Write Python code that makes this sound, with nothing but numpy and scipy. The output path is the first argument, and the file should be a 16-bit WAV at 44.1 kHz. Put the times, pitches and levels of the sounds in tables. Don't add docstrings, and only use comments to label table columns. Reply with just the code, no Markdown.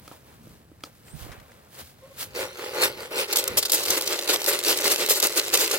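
import sys
import numpy as np
from scipy import signal
from scipy.fft import rfft, irfft
from scipy.io import wavfile
from scipy.ndimage import uniform_filter1d

SR = 44100
rng = np.random.default_rng(int(sys.argv[2]) if len(sys.argv) > 2 else 0)


def file_out(sig):
    cols = np.atleast_2d(sig).T
    lim = np.clip(cols, -1, 1)
    pcm = np.round(lim * 32767).astype(np.int16)
    wavfile.write(sys.argv[1], SR, pcm)


N = 255118
TIME_S, FREQ_HZ = np.arange(N) / SR, np.fft.rfftfreq(N, 1 / SR)
TOP_HZ, TREBLE_HZ = 16050, (2500, 16000)


def amp(db):
    return 10 ** (np.asarray(db) / 20)


def unit_rms(x):
    return x / np.sqrt(np.mean(x ** 2) + 1e-20)


def running_rms(pair, samples):
    return np.sqrt(abs(uniform_filter1d((pair ** 2).mean(0), samples)) + 1e-9)


def power_sum(gains):
    return np.sqrt(sum(gain ** 2 for gain in gains))


def wander(samples):
    return unit_rms(uniform_filter1d(rng.standard_normal(N), samples))


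def swell(middle_s, half_length_s):
    return np.exp(-np.minimum(((TIME_S - middle_s) / half_length_s) ** 2, 50))


def burst(start_s, length_s, rise_s=0.0003284):
    out, start = np.zeros(N), round(start_s * SR)
    t = TIME_S[:min(int(4 * length_s * SR), N - start)]
    out[start:start + len(t)] = (1 - np.exp(-t / rise_s)) * np.exp(-(t / length_s) ** 2)
    return out


def surge(start_s, length_s, shape):
    attack_s, crest_share, stragglers_db, decay_lengths = shape
    out, start = np.zeros(N), round(start_s * SR)
    t = TIME_S[:min(SR, N - start)]
    body = np.exp(-np.minimum((2 * (t / length_s - crest_share)) ** 2, 50))
    stragglers = amp(stragglers_db) * np.exp(-t / (decay_lengths * length_s))
    out[start:start + len(t)] = (1 - np.exp(-t / attack_s)) * (body + stragglers)
    return out


def trickle(start_s=3.5896, rise_s=0.1511):
    return np.clip((TIME_S - start_s) / rise_s, 0, 1)


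def spectrum(points):
    hz, db = np.transpose(points)
    return amp(np.interp(np.log(FREQ_HZ + 1), np.log(hz), db))


def lowpass(pair, cutoff_hz):
    return irfft(rfft(pair) / (1 + (FREQ_HZ / cutoff_hz) ** 4), N)


def coloured(pair, gain, band_hz, width, right_lead=0.55):
    in_band = (FREQ_HZ > band_hz[0]) & (FREQ_HZ < band_hz[1])
    gain = gain / np.sqrt(np.sum(gain[in_band] ** 2) / len(FREQ_HZ))
    log_gain = np.log(gain + 1e-6)
    phase = -signal.hilbert(np.r_[log_gain, log_gain[-2:0:-1]]).imag[:len(FREQ_HZ)]
    mid, diffuse = rfft(pair) * gain * np.exp(1j * phase)
    side = spectrum(width) * (np.sqrt(1 - right_lead ** 2) * diffuse - 1j * right_lead * mid)
    return irfft([mid + side, mid - side], N)


def patchy(pair, depth_db):
    frames = signal.stft(pair, nperseg=512)[2]
    patches = uniform_filter1d(rng.standard_normal(frames.shape), size=5, axis=1)
    patches = unit_rms(uniform_filter1d(patches, size=10, axis=2))
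    return signal.istft(frames * unit_rms(amp(depth_db * patches)))[1][:, :N]


def grains(per_s, spread_db, ring_s=0.0006731, kinds=24):
    t, hz = TIME_S[:256], np.fft.rfftfreq(256, 1 / SR)
    kind = rng.integers(0, kinds, N)
    sizes = amp(spread_db * np.minimum(rng.exponential(1, N), 4.5))
    clicks = sizes * rng.choice([-1, 1], (2, N)) * (rng.random(N) < per_s / SR)
    tint = 1 / np.hypot(1, (hz - np.linspace(0, TOP_HZ, kinds)[:, None, None]) / 3500)
    spectra = rfft(rng.standard_normal((kinds, 2, len(t))) * np.exp(-t / ring_s)) * tint
    spectra /= np.sqrt(np.mean(abs(spectra) ** 2, axis=0))
    ticks = irfft(spectra * np.exp(-2j * np.pi * hz * 16 / SR))
    streams = (signal.oaconvolve(clicks * (kind == k), ticks[k], axes=1) for k in range(kinds))
    return unit_rms(sum(streams)[:, :N])


# freq_hz, gain_db
RUMBLE_SPECTRUM = [(15, -60), (40, -10.5), (70, 0.5), (130, 1.5), (220, -4.5), (400, -12), (1000, -40)]
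# freq_hz, side_over_mid_db
RUMBLE_WIDTH = [(30, 7.5), (70, -7.5), (130, -12.5), (250, -9)]
# middle_s, half_length_s, level_db
RUMBLE_SWELLS = [(0.013, 0.0438, -53), (0.471, 0.1262, -50.5), (1.215, 0.2203, -55.5),
                 (1.823, 0.02833, -51.5), (2.338, 0.2013, -52.5), (2.923, 0.135, -52),
                 (3.531, 0.05664, -39.5), (3.897, 0.02912, -49)]
# start_s, level_db, length_s
WIND_PUFFS = [(1.127, -30.5, 0.04165), (1.208, -34.5, 0.05374), (1.287, -37.5, 0.0372),
              (1.368, -46.5, 0.0448)]


def wind(fall_db_per_s=1.1346, puff_hz=(40, 140)):
    bed = amp(-56 - fall_db_per_s * TIME_S)
    swells = [amp(db) * swell(s, half_s) for s, half_s, db in RUMBLE_SWELLS]
    air = power_sum([bed] + swells) * rng.standard_normal((2, N))
    out = amp(-1.5) * coloured(air, spectrum(RUMBLE_SPECTRUM), (30, 200), RUMBLE_WIDTH)
    puff_filter = signal.butter(2, puff_hz, "bandpass", fs=SR, output="sos")
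    eddies = unit_rms(signal.sosfilt(puff_filter, rng.standard_normal(N)))
    out[1] += eddies * sum(amp(db) * burst(s, length_s, rise_s=0.006376) for s, db, length_s in WIND_PUFFS)
    return out


def voice_phase(times_s, pitch_hz, jitter):
    hz = np.interp(TIME_S, times_s, pitch_hz) * (1 + jitter * wander(100))
    return 2 * np.pi * np.cumsum(hz) / SR


def voice_gain(times_s, level_db):
    outside_s = np.maximum(times_s[0] - TIME_S, 0) + np.maximum(TIME_S - times_s[-1], 0)
    return amp(np.interp(TIME_S, times_s, level_db) - 1000 * outside_s)


# time_s, pitch_hz, level_db
WHISTLE_CONTOUR = [(2.47, 4080, -67), (2.5, 4154, -58), (2.54, 4237, -53), (2.58, 4300, -60.5),
                   (2.61, 4280, -68.5)]


def whistle():
    times_s, pitch_hz, level_db = np.transpose(WHISTLE_CONTOUR)
    tone = unit_rms(np.sin(voice_phase(times_s, pitch_hz, jitter=0.0057)))
    return amp(-1.5) * voice_gain(times_s, level_db) * tone


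# time_s, upper_hz, lower_hz, level_db
PEEP_CONTOUR = [(1.05, 9400, 7800, -70), (1.065, 8800, 7600, -62), (1.09, 8496, 7350, -60.5),
                (1.115, 8800, 7640, -54.5), (1.135, 8850, 8579, -56), (1.165, 8942, 8565, -66.5)]


def bird_peep():
    times_s, upper_hz, lower_hz, level_db = np.transpose(PEEP_CONTOUR)
    upper, lower = (np.sin(voice_phase(times_s, hz, jitter=0.028)) for hz in (upper_hz, lower_hz))
    return amp(0.5) * voice_gain(times_s, level_db) * unit_rms(upper + amp(-2) * lower)


# middle_s, half_length_s, pitch_hz, level_db
HEN_NOTES = [(2.047, .024, 540.7, -46.5), (2.118, 0.014, 549.4, -48.5)]


def hen(glide_hz_per_s=250):
    out = np.zeros(N)
    for s, half_s, hz, db in HEN_NOTES:
        span_s = np.array([-2, 2]) * half_s
        phase = voice_phase(s + span_s, hz + glide_hz_per_s * span_s, jitter=0.03798)
        out += amp(db) * swell(s, half_s) * unit_rms(np.sin(phase) + amp(-11) * np.sin(2 * phase))
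    return out


# freq_hz, gain_db
SCUFF_SPECTRUM = [(60, -12.5), (250, -2.5), (500, 5.5), (900, 0), (2000, -5.5), (3500, -12.5),
                  (7000, -46.5), (16000, -40)]
SWISH_SPECTRUM = [(300, -23.5), (1200, 3), (4000, 4), (6500, 0.5), (9000, 1.5), (12000, 2), (16000, 2.5)]
# freq_hz, side_over_mid_db
WALK_WIDTH = [(60, 5), (110, -5), (200, -2), (380, -7.5), (700, 0), (1290, 0), (2380, -3), (4400, 1.5),
              (8120, 0.5), (15000, 0.5)]
# middle_s, half_length_s, scuff_db, swish_db
WALK_STRIDES = [(0.1, 0.0975, -53, -56.5), (0.308, 0.0829, -54, -60.5), (0.501, 0.1089, -59, -61),
                (0.863, 0.03503, -51.5, -57.5), (0.971, 0.0712, -71, -63.5), (1.092, 0.05307, -53.5, -57.5),
                (1.218, 0.0631, -50, -48.5), (1.32, 0.08642, -46, -59), (1.535, 0.2201, -56, -63.5),
                (1.754, 0.03544, -54.5, -52), (1.802, 0.02719, -44.5, -44), (1.873, 0.05895, -65.5, -54.5),
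                (2.068, 0.1399, -61.5, -64.5), (2.218, 0.03103, -43.5, -34)]


def walking(end_s=3.3, skirt_db=-22.5, skirt_lengths=3.854):
    afoot = TIME_S < end_s
    scuffs, swishes = [amp(-62) * afoot], [amp(-68.5) * afoot]
    for s, half_s, scuff_db, swish_db in WALK_STRIDES:
        stride = swell(s, half_s) + amp(skirt_db) * swell(s, skirt_lengths * half_s)
        scuffs.append(amp(scuff_db) * stride)
        swishes.append(amp(swish_db) * stride)
    earth = patchy(power_sum(scuffs) * grains(per_s=5000, spread_db=1.5), depth_db=1.0)
    feed = power_sum(swishes) * grains(per_s=14000, spread_db=3.5)
    scuff = coloured(earth, spectrum(SCUFF_SPECTRUM), (300, 2000), WALK_WIDTH)
    swish = coloured(feed, spectrum(SWISH_SPECTRUM), (4000, 16000), WALK_WIDTH)
    return amp(-4) * scuff + amp(-2) * swish


# start_s, level_db, length_s, pitch_hz
LEAF_CRUNCHES = [(0.077, -45, 0.005804, 4454), (0.118, -51.5, 0.02396, 904.3),
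                 (0.806, -54.5, 0.00451, 1900), (0.836, -39.5, 0.006506, 4980), (0.848, -51, 0.01692, 4814),
                 (1.082, -52, 0.00497, 2202), (1.211, -57.5, 0.0459, 3120), (1.317, -45.5, 0.01856, 1812),
                 (1.399, -49.5, 0.00665, 1866), (1.517, -51.5, 0.006216, 1695)]


def leaves(crack_db=-2, q=3.755):
    out = np.zeros((2, N))
    for s, db, length_s, hz in LEAF_CRUNCHES:
        noise = rng.standard_normal((2, N))
        ring = unit_rms(signal.lfilter(*signal.iirpeak(hz, q, fs=SR), noise[0]))
        crack = unit_rms(signal.lfilter(*signal.butter(1, min(3 * hz, TOP_HZ), fs=SR), noise))
        out += amp(db) * burst(s, length_s) * (ring + amp(crack_db) * crack)
    return out


# freq_hz, gain_db, t60_s
JUG_KNOCK_MODES = [(296, -5.5, 0.03744), (562.1, -6, 0.02488), (765.6, -4.5, 0.00978),
                   (1281.3, 2.5, 0.01939), (2360.3, 5, 0.00693), (3288.7, 9, 0.00799), (4300, 2, 0.00913)]
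# start_s, level_db, cutoff_hz
JUG_KNOCKS = [(.078, -30.5, 2189), (.114, -30.5, 924), (.470, -40, 449), (0.716, -39.5, 271.6),
              (.837, -20, 4502), (1.264, -36, 450.5)]


def jug_knocks(contact_s=0.0005765):
    out, t = np.zeros(N), TIME_S[:4096]
    for s, db, cutoff_hz in JUG_KNOCKS:
        ring = np.zeros(len(t))
        for k, (hz, mode_db, t60_s) in enumerate(JUG_KNOCK_MODES):
            drive = (-1) ** k / np.hypot(1, (hz / cutoff_hz) ** 2)
            ring += drive * amp(mode_db - 60 * t / t60_s) * np.sin(2 * np.pi * hz * t)
        ring *= 1 - np.exp(-t / contact_s)
        out[round(s * SR):][:len(t)] += amp(db) * ring / abs(ring).max()
    return amp([[-2], [0.5]]) * out


# freq_hz, gain_db
SLIDE_SPECTRUM = [(200, -39.5), (700, -1.5), (2000, 0), (3200, -2), (4300, 4), (6000, -3.5), (9000, -6),
                  (12000, -5.5), (16000, -8)]
# freq_hz, side_over_mid_db
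SLIDE_WIDTH = [(60, -11), (110, -15), (200, -12), (380, -12.5), (700, -2), (1290, -0.5), (2380, 8),
               (4400, -2.5), (8120, 1), (15000, -1)]
# attack_s, crest_share, stragglers_db, decay_lengths
SLIDE_ENVELOPE = (0.0093, 0.5181, -10, .5)
# start_s, length_s, hiss_db, drum_db
GRAIN_SLIDES = [(2.341, 0.12383, -37.5, -32.5), (2.566, 0.17664, -44.5, -38), (2.729, 0.1685, -36.5, -30.5),
                (2.804, 0.06579, -23.5, -30.5), (2.961, 0.11583, -46, -40), (3.099, 0.09253, -41, -34.5),
                (3.151, 0.094403, -30.5, -30.5), (3.272, 0.10848, -37, -35.5), (3.328, 0.28692, -43.5, -37)]
CREEP_MIDDLE_S, CREEP_HALF_LENGTH_S = 2.7454, 0.47295


def sliding_grain(bright_hz=5980, bright_from_db=-47):
    slides = [amp(db) * surge(s, length_s, SLIDE_ENVELOPE) for s, length_s, db, _ in GRAIN_SLIDES]
    flow = power_sum(slides + [amp(-50) * swell(CREEP_MIDDLE_S, CREEP_HALF_LENGTH_S)])
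    rubbing = patchy(flow * grains(per_s=5700, spread_db=3.5), depth_db=3.0)
    dull = lowpass(rubbing, bright_hz)
    brightness = np.minimum(flow / amp(bright_from_db), 1) ** 0.1232
    hiss = dull + brightness * (rubbing - dull)
    return amp(0.0552) * coloured(hiss, spectrum(SLIDE_SPECTRUM), TREBLE_HZ, SLIDE_WIDTH)


# time_s, tipped_share
JUG_TILT = [(3.2, 0), (4.6, 0.96)]
# freq_hz, gain_db
WALL_SPECTRUM = [(20, -70), (170, -68.5), (280, -28), (700, -24), (1200, -14), (2500, -17), (4000, -21.5),
                 (9000, -52)]
# freq_hz, width_hz, untipped_db, tipped_db
JUG_MODES = [(339.29, 21.97, -17, -3.5), (371.86, 39.97, 4, 0), (427.44, 55.73, 1.5, -0.5),
             (505.43, 67.035, 7, -3), (578.12, 43.68, -4.5, -3), (856.13, 42.42, -3, -14),
             (1092.5, 336.5, -9.5, -16.5), (1446.6, 28.89, -3, -8.5), (2075.8, 156.6, -11, -11.5),
             (2652.8, 203.44, -16.5, -13)]


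def jug_boom(hollow_hz=(280, 700)):
    drive = grains(per_s=3000, spread_db=2.0)
    tipped = np.interp(TIME_S, *np.transpose(JUG_TILT))
    boom = np.zeros((2, N))
    for pose, share in enumerate([1 - tipped, tipped]):
        mode_power = sum(amp(db[pose]) ** 2 / (1 + ((FREQ_HZ - hz) / width_hz) ** 2) ** 2
                         for hz, width_hz, *db in JUG_MODES)
        body = np.sqrt(mode_power + spectrum(WALL_SPECTRUM) ** 2)
        boom += coloured(drive * share, body, hollow_hz, POUR_WIDTH)
    hollow = signal.sosfiltfilt(signal.butter(4, hollow_hz[1], fs=SR, output="sos"), boom)
    boom += hollow / (running_rms(hollow, samples=1500) + 0.20116) - hollow
    slides = [amp(db) * surge(s, length_s, SLIDE_ENVELOPE) for s, length_s, _, db in GRAIN_SLIDES]
    waves = [amp(db) * surge(s, length_s, WAVE_ENVELOPE) for s, length_s, _, db, _ in GRAIN_WAVES]
    creep = amp(-46) * swell(CREEP_MIDDLE_S, CREEP_HALF_LENGTH_S)
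    force = power_sum(slides + waves + [amp(-39.5) * trickle(), creep])
    return amp(0.6123) * force * boom


# freq_hz, gain_db
LANDING_SPECTRUM = [(20, -68.5), (150, -48.5), (300, -2), (700, 0), (1500, -3.5), (2500, -1.5), (4000, 4),
                    (6000, 1), (8500, -0.5), (10500, -3.5), (12500, -0.5), (16000, -7.5)]
# freq_hz, side_over_mid_db
POUR_WIDTH = [(60, -7), (110, -7), (200, -6), (380, -17), (700, -3.5), (1290, -6.5), (2380, 1.5), (4400, 2),
              (8120, -0.5), (15000, -1)]
# attack_s, crest_share, stragglers_db, decay_lengths
WAVE_ENVELOPE = (0.0003, 0.669, -7.5, 1.9759)
# start_s, length_s, rattle_db, drum_db, fine_over_coarse_db
GRAIN_WAVES = [(3.371, 0.03095, -25.5, -37.5, 4), (3.57, 0.021793, -19.5, -33.5, 8),
               (3.725, 0.03245, -23, -34.5, 11), (3.754, 0.05565, -30, -39.5, -3),
               (3.871, 0.07809, -27.5, -34, 2), (3.966, 0.01781, -26, -30, 8),
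               (4.074, 0.07601, -33.5, -35, -9.5), (4.285, 0.02876, -23, -30.5, -2),
               (4.311, 0.04147, -27.5, -31.5, 0), (4.469, 0.030535, -25, -29.5, 20),
               (4.484, 0.07087, -30, -33, -3.5), (4.656, 0.06446, -23, -29, 0),
               (4.737, 0.1205, -40, -39, -11), (4.832, 0.05659, -26, -30.5, -4.5),
               (4.898, 0.033136, -22.5, -29.5, 7.5), (4.983, 0.06207, -30, -32, -3),
               (5.087, 0.03504, -19, -30.5, 10), (5.152, 0.03254, -29, -38.5, 14.5),
               (5.22, 0.041094, -22.5, -31, 3), (5.359, 0.033133, -23, -31.5, 6),
               (5.529, 0.030367, -22, -29.5, 0.5), (5.573, 0.07693, -24.5, -33.5, 2.5),
               (5.708, 0.05424, -29, -31, 10)]
# start_s, level_db, length_s, fine_over_coarse_db
GRAIN_CLUMPS = [(3.326, -20, 0.010885, 2), (3.358, -17.5, 0.009535, 4.5), (3.37, -10.5, 0.002731, -1),
                (3.44, -22, 0.002337, 14.5), (3.454, -37, 0.00403, -7), (3.477, -19, 0.006006, 8),
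                (3.573, -18, 0.005814, 2.5), (3.626, -23, 0.01158, -2), (3.651, -23, 0.01518, 1.5),
                (3.696, -23.5, 0.009595, -1.5), (3.719, -17, 0.006035, 14), (3.834, -24, 0.00434, -2.5),
                (3.854, -23.5, 0.003233, 1.5), (3.859, -24, 0.005493, 2.5), (3.903, -17, 0.006543, 14),
                (4.01, -22.5, 0.004375, 3), (4.022, -22.5, 0.002688, 8.5), (4.074, -21, 0.007367, -0.5),
                (4.189, -26.5, 0.008524, -4.5), (4.276, -25.5, 0.005037, -6.5), (4.359, -22, 0.0047, -8.5),
                (4.417, -24, 0.00458, -3), (4.442, -24, 0.004786, 1.5), (4.461, -21.5, 0.00642, -1.5),
                (4.555, -23, 0.001685, 2.5), (4.589, -23.5, 0.00512, 8), (4.637, -23.5, 0.0048, 5.5),
                (4.647, -23, 0.006873, -4), (4.773, -23, 0.006367, 10.5), (4.804, -22.5, 0.002457, 7),
                (4.81, -24, 0.003046, 14), (4.843, -20.5, 0.006355, 3.5), (4.944, -22, 0.003016, 2),
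                (4.96, -20, 0.00286, -4.5), (5.062, -19, 0.002597, 6), (5.2, -19.5, 0.006233, 7.5),
                (5.226, -17, 0.00623, 1.5), (5.27, -18.5, 0.003166, 16.5), (5.474, -32.5, 0.001457, 5.5),
                (5.482, -22, 0.002118, 3), (5.538, -15.5, 0.00813, 6.5), (5.572, -20, 0.0055, 10),
                (5.678, -20.5, 0.001934, 2), (5.712, -22, 0.00869, 5)]


def landing_grain(fine_hz=6500, lump_db=4, lump_s=0.0072):
    clumps = [amp(db) * burst(s, length_s, rise_s=0.0838 * length_s)
              for s, db, length_s, _ in GRAIN_CLUMPS]
    waves = [amp(db) * surge(s, length_s, WAVE_ENVELOPE) for s, length_s, db, _, _ in GRAIN_WAVES]
    powers = [gain ** 2 for gain in clumps] + [(amp(-3) * gain) ** 2 for gain in waves]
    total_power = sum(powers)
    packed = grains(per_s=9000, spread_db=0.5, ring_s=0.0006653)
    packed /= running_rms(packed, samples=200) + 0.07131
    loose = amp(-1.7811) * grains(per_s=4000, spread_db=4.0)
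    strays = amp(-40.5) * trickle() * grains(per_s=200, spread_db=1.0, ring_s=0.0003465)
    loose_flow = np.hypot(amp(-3.5) * power_sum(waves), amp(-38.5) * trickle())
    lumps = unit_rms(amp(lump_db * wander(round(lump_s * SR))))
    hits = amp(-0.2024) * np.sqrt(total_power) * packed + loose_flow * lumps * loose + strays
    weighted_fine = sum(power * row[-1] for power, row in zip(powers, [*GRAIN_CLUMPS, *GRAIN_WAVES]))
    fine_db = weighted_fine / (total_power + amp(-61)) + 1
    coarse = lowpass(hits, fine_hz)
    hits = coarse * amp(-fine_db / 2) + (hits - coarse) * amp(fine_db / 2)
    return coloured(patchy(hits, depth_db=1.9331), spectrum(LANDING_SPECTRUM), TREBLE_HZ, POUR_WIDTH)


def scene():
    pour = landing_grain() + jug_boom() + sliding_grain()
    return pour + walking() + wind() + jug_knocks() + leaves() + hen() + bird_peep() + whistle()


def record(dry):
    band_limit = signal.firwin(511, TOP_HZ, window=("kaiser", 9), fs=SR)
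    return signal.oaconvolve(np.clip(dry, -1, 1), band_limit[None], "same")


dry = scene()
out = record(dry)
file_out(out)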